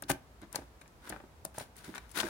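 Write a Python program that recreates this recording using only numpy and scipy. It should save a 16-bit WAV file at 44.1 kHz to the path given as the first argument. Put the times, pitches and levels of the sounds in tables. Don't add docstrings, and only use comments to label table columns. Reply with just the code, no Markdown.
import sys
import numpy as np
from scipy import signal
from scipy.fft import rfft, irfft, next_fast_len
from scipy.io import wavfile
from scipy.ndimage import map_coordinates

SR = 44100
rng = np.random.default_rng(int(sys.argv[2]) if len(sys.argv) > 2 else 0)


def put_to_file(sound):
    columns = np.atleast_2d(sound).T
    safe = np.clip(columns, -1, 1)
    whole_steps = np.round(safe * 32767)
    wavfile.write(sys.argv[1], SR, whole_steps.astype(np.int16))


N = 101341

# (frequency [Hz], relative level [dB])
AIR_SPECTRUM = [(30, -30), (56, -3), (90, -12.5), (300, -22), (940, -24.5), (3000, -36.5), (16000, -46)]
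# (frequency [Hz], left-right correlation)
AIR_LIKENESS = [(60, 0.9), (290, 0.9), (640, 0.52), (1400, -0.032)]
# (frequency [Hz], t60 [s])
ROOM_DECAY = [(200, 0.28), (3000, 0.19), (12000, 0.15)]
# (time [s], relative level [dB], centre [Hz])
PULLEY_KNOCKS = [(.025, -29.5, 1160), (0.039, -37.5, 308), (0.0997, -10.5, 940), (.102, -18, 260),
                 (0.107, -18.5, 660), (0.423, -38.5, 196), (0.433, -35.5, 524), (.547, -24, 740),
                 (.56, -22.5, 770), (0.576, -33.5, 365), (0.588, -31, 453), (.62, -37, 510),
                 (.815, -37, 2730), (.858, -43, 1600), (1.1, -30.5, 544), (1.109, -32.5, 470),
                 (1.125, -23, 870), (1.141, -31, 800), (1.1625, -30.5, 730), (1.202, -35, 755),
                 (1.238, -37.5, 468.6), (1.451, -28, 700), (1.456, -35, 139), (1.548, -38.5, 875),
                 (1.581, -22.5, 704), (1.608, -28.5, 765), (1.88, -32, 234), (1.893, -29.5, 272),
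                 (1.941, -33, 1540), (1.98, -27, 1980), (2.231, -20, 1190), (2.239, -22.5, 308),
                 (2.245, -25.5, 330), (2.267, -27.5, 1420), (2.286, -33, 1500)]
# (frequency [Hz], relative level [dB], t60 [s])
BENCH_MODES = [(154.4, 6.5, 0.081), (202.6, 6, 0.064), (278, 7, 0.036), (336, -2.5, 0.073),
               (440, -6, 0.024), (615, 0.5, 0.034), (739, 0.5, 0.018), (859, 5.5, 0.016), (1240, 1.5, 0.02),
               (1528, 4.5, 0.02), (1640, 9.5, 0.0091), (2295, 5.5, 0.013), (3760, 3.5, 0.011)]
# (frequency [Hz], left over right [dB])
KNOCK_BALANCE = [(100, 8), (380, -8), (1300, 8)]
# (time [s], left over right [dB])
HAND_BALANCE = [(.6, 6), (.85, 3), (1.8, 3.5), (1.95, 5.5), (2.2, 12)]
# (frequency [Hz], left-right correlation)
HAND_LIKENESS = [(300, 0.94), (640, 1), (1400, 0.081), (7000, 0.033)]
# (frequency [Hz], relative level [dB])
HISS_SPECTRUM = [(500, -54), (1200, 4.5), (4500, 3.5), (8500, 0), (9600, 6.5), (10700, -1), (14500, -2.5),
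                 (15800, -2)]
# (frequency [Hz], width [Hz], relative level [dB])
RIM_MODES = [(294, 124, 9), (975, 25, 13), (1500, 190, 9.5), (2110, 190, -0.5), (3750, 340, -4)]
# (start [s], rise [s], hold [s], t60 [s], hiss [dB], rim drone [dB])
FINGER_RUBS = [(0.078, 0.019, 0.02, 0.029, -36, -39.5), (0.414, 0.0028, 0.02, 0.12, -85, -57),
               (0.507, 0.041, 0.0033, 0.27, -52.5, -49), (0.977, 0.096, 0.033, 0.4, -59, -52),
               (1.538, 0.0077, 0.055, 0.044, -57, -64), (1.57, 0.028, 0.024, 0.15, -51.5, -53),
               (1.749, .012, 0.062, 0.24, -61.5, -60), (1.832, 0.01, 0.032, 0.65, -58, -55),
               (1.939, .018, 0.0058, 0.065, -54, -43.5), (2.007, 0.017, 0.044, 0.13, -94, -69),
               (2.088, 0.0064, 0.046, 0.097, -65, -99), (2.135, 0.033, 0.046, 0.023, -40, -36),
               (2.174, 0.071, 0.061, 0.12, -52, -50.5)]
# (time [s], relative level [dB], centre [Hz], t60 [s])
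# the row at 1.447 s is a faint hiss leading into the sharp tick at 1.451 s
RIM_TICKS = [(0.0225, -24, 10700, 0.012), (0.035, -35.5, 4100, .025), (0.096, -17, 10100, 0.038),
             (0.117, -17.5, 9100, 0.0044), (0.417, -40.5, 7750, 0.0073), (.528, -24.5, 9500, 0.0054),
             (0.554, -24, 9800, 0.029), (0.558, -12, 5400, 0.0064), (0.812, -43.5, 7700, 0.032),
             (0.878, -42, 6400, 0.0075), (1.094, -24.5, 10100, 0.019), (1.0994, -30, 4660, 0.014),
             (1.447, -38, 9000, 0.017), (1.451, -14, 9100, 0.0075), (1.461, -37, 4770, 0.0076),
             (1.5827, -23.5, 8900, 0.016), (1.766, -35.5, 10000, 0.011), (1.778, -40.5, 9600, 0.05),
             (1.787, -42.5, 4400, 0.021), (1.844, -37.5, 5750, 0.02), (1.949, -34.5, 7300, 0.01),
             (1.98, -30, 6450, 0.01), (2.114, -38, 9200, 0.02), (2.188, -27, 3730, 0.012),
             (2.2013, -16, 3340, 0.012), (2.208, -23, 4800, 0.0071), (2.231, -34, 4380, 0.017),
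             (2.239, -35, 5000, 0.016), (2.288, -47, 5000, 0.02)]

AIR_DB, ROOM_DB = -57.5, -9.5
KNOCK_DB, KNOCK_OCTAVES, SCATTER_DB = -6, 0.88, 3.5
CHATTER_S, CHATTER_DB = 0.0064, -3.5
CONTACT_CYCLES, BENCH_LOW_HZ = 0.11, 140
GRIT_DB, GRIT_PER_S = 2.5, 600
TICK_DB, TICK_OCTAVES, TICK_RISE_S = -13.5, 1.04, 0.0005
ECHO_DB, ECHO_T60_S = -28, 0.18
LOW_CUT_HZ, TOP_HZ = 23.7, 15900


def amp(db):
    return 10 ** (np.asarray(db) / 20)


def unit_rms(x):
    return x / np.sqrt(np.mean(x ** 2) + 1e-20)


def along(points, hz):
    freqs, values = np.transpose(points)
    return np.interp(np.log(hz + 1), np.log(freqs + 1), values)


def wobble(rate):
    knots = rng.standard_normal(int(N * rate / SR) + 4)
    return map_coordinates(knots, [np.arange(N) * rate / SR])


def filtered(x, response):
    size = next_fast_len(x.shape[-1] + 2048)
    hz = np.fft.rfftfreq(size, 1 / SR)
    return irfft(rfft(x, size) * response(hz), size)[..., :x.shape[-1]]


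def hiss(colour, likeness, size=N):
    def mid_side_gains(hz):
        angle = np.arccos(np.clip(along(likeness, hz), -1, 1)) / 2
        return colour(hz) * [np.cos(angle), np.sin(angle)]
    mid, side = filtered(rng.standard_normal((2, size)), mid_side_gains)
    return unit_rms(np.array([mid + side, mid - side]))


def pan(db):
    return amp(np.array([db / 2, -db / 2]))


def add(track, time, sound):
    part = track[:, round(time * SR):][:, :sound.shape[1]]
    part += sound[:, :part.shape[1]]


def workshop_air():
    return amp(AIR_DB) * hiss(lambda hz: amp(along(AIR_SPECTRUM, hz)), AIR_LIKENESS)


def workshop_echo(x):
    out, step = np.zeros((2, N)), SR // 4
    for start in range(0, N, step):
        noise = hiss(np.ones_like, AIR_LIKENESS, size=SR // 2)
        hz, t, spectra = signal.stft(noise, SR, nperseg=256)
        decay = amp(-60 * t / along(ROOM_DECAY, hz)[:, None])
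        tail = signal.istft(spectra * decay, SR, nperseg=256)[1]
        piece = x[:, start:start + step].mean(axis=0, keepdims=True)
        add(out, start / SR + .004, signal.fftconvolve(piece, tail / np.linalg.norm(tail[0]), axes=1))
    return out


def pulley_knocks():
    out, t = np.zeros((2, N)), np.arange(6144) / SR
    hz, mode_db, t60 = np.transpose(BENCH_MODES)
    mic_gains = pan(along(KNOCK_BALANCE, hz))
    for time, db, centre in PULLEY_KNOCKS:
        envelope = amp(-60 * t / t60[:, None]) * (1 - np.exp(-t * centre / CONTACT_CYCLES))
        rolloff = 1 + (np.log2(hz / centre) / KNOCK_OCTAVES) ** 2
        delays = CHATTER_S * np.array([0, rng.uniform(0.297, 0.6114), rng.uniform(0.696, 1.6)])
        for delay, contact_db in zip(delays, (0, CHATTER_DB, 3.2 * CHATTER_DB)):
            scatter, detune, skew = rng.standard_normal((3, len(hz)))
            gain = amp(mode_db + SCATTER_DB * scatter) / rolloff
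            phase = 2 * np.pi * np.outer(hz * (1 + 0.046 * detune), t)
            lag = 0.96 * np.clip(hz / 1500, 0, 1) ** 2 * skew
            ring = np.array([(gain * mic) @ (envelope * np.sin(phase + side * lag[:, None]))
                             for mic, side in zip(mic_gains, (1, -1))])
            add(out, time + delay, -amp(db + KNOCK_DB + contact_db) * ring / np.linalg.norm(gain))
    return filtered(out, lambda f: 1j * f / (BENCH_LOW_HZ + 1j * f))


def hand_pan(time):
    return pan(np.interp(time, *np.transpose(HAND_BALANCE)))


def hiss_colour(hz):
    return amp(along(HISS_SPECTRUM, hz))


def rim_colour(hz):
    return sum(amp(db) * abs(hz * width / (centre ** 2 - hz ** 2 + 1j * hz * width))
               for centre, width, db in RIM_MODES)


def finger_rubs():
    t = np.arange(N) / SR
    bright, rim = np.zeros((2, N))
    for start, rise, hold, t60, hiss_db, rim_db in FINGER_RUBS:
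        swell = np.clip((t - start) / rise, 0, 1) ** 2
        fade = amp(-60 * np.clip(t - start - rise - hold, 0, 9) / t60)
        bright += amp(hiss_db) * swell * fade
        rim += amp(rim_db) * swell * fade
    grit = unit_rms(amp(GRIT_DB * wobble(GRIT_PER_S)))
    friction = grit * (bright * hiss(hiss_colour, HAND_LIKENESS) + rim * hiss(rim_colour, HAND_LIKENESS))
    lows = filtered(friction, lambda hz: 1 / (1 + (hz / 700) ** 4))
    return lows + hand_pan(t) * (friction - lows)


def rim_ticks():
    out, t = np.zeros((2, N)), np.arange(6144) / SR
    for time, db, centre, t60 in RIM_TICKS:
        colour = lambda hz: hiss_colour(hz) / (1 + (np.log2((hz + 1) / centre) / TICK_OCTAVES) ** 2) ** 2
        rise = TICK_RISE_S + 0.06 * t60
        attack = 1 - np.exp(-t / rise)
        direct = amp(-60 * t / t60) * attack ** 2
        echo = amp(ECHO_DB - 60 * t / ECHO_T60_S) * attack
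        puff = hiss(colour, HAND_LIKENESS, size=len(t)) * (direct / direct.max() + echo)
        add(out, time - rise / 2, amp(db + TICK_DB) * hand_pan(time)[:, None] * puff)
    return out


def scene():
    near = pulley_knocks() + finger_rubs()
    return rim_ticks() + near + amp(ROOM_DB) * workshop_echo(near) + workshop_air()


def record(dry):
    def response(hz):
        s = 1j * hz / LOW_CUT_HZ
        low_cut = s ** 2 / (1 + 1.4 * s + s ** 2)
        return low_cut ** 2 * (hz < TOP_HZ)
    return filtered(dry, response)


dry = scene()
out = record(dry)
put_to_file(out)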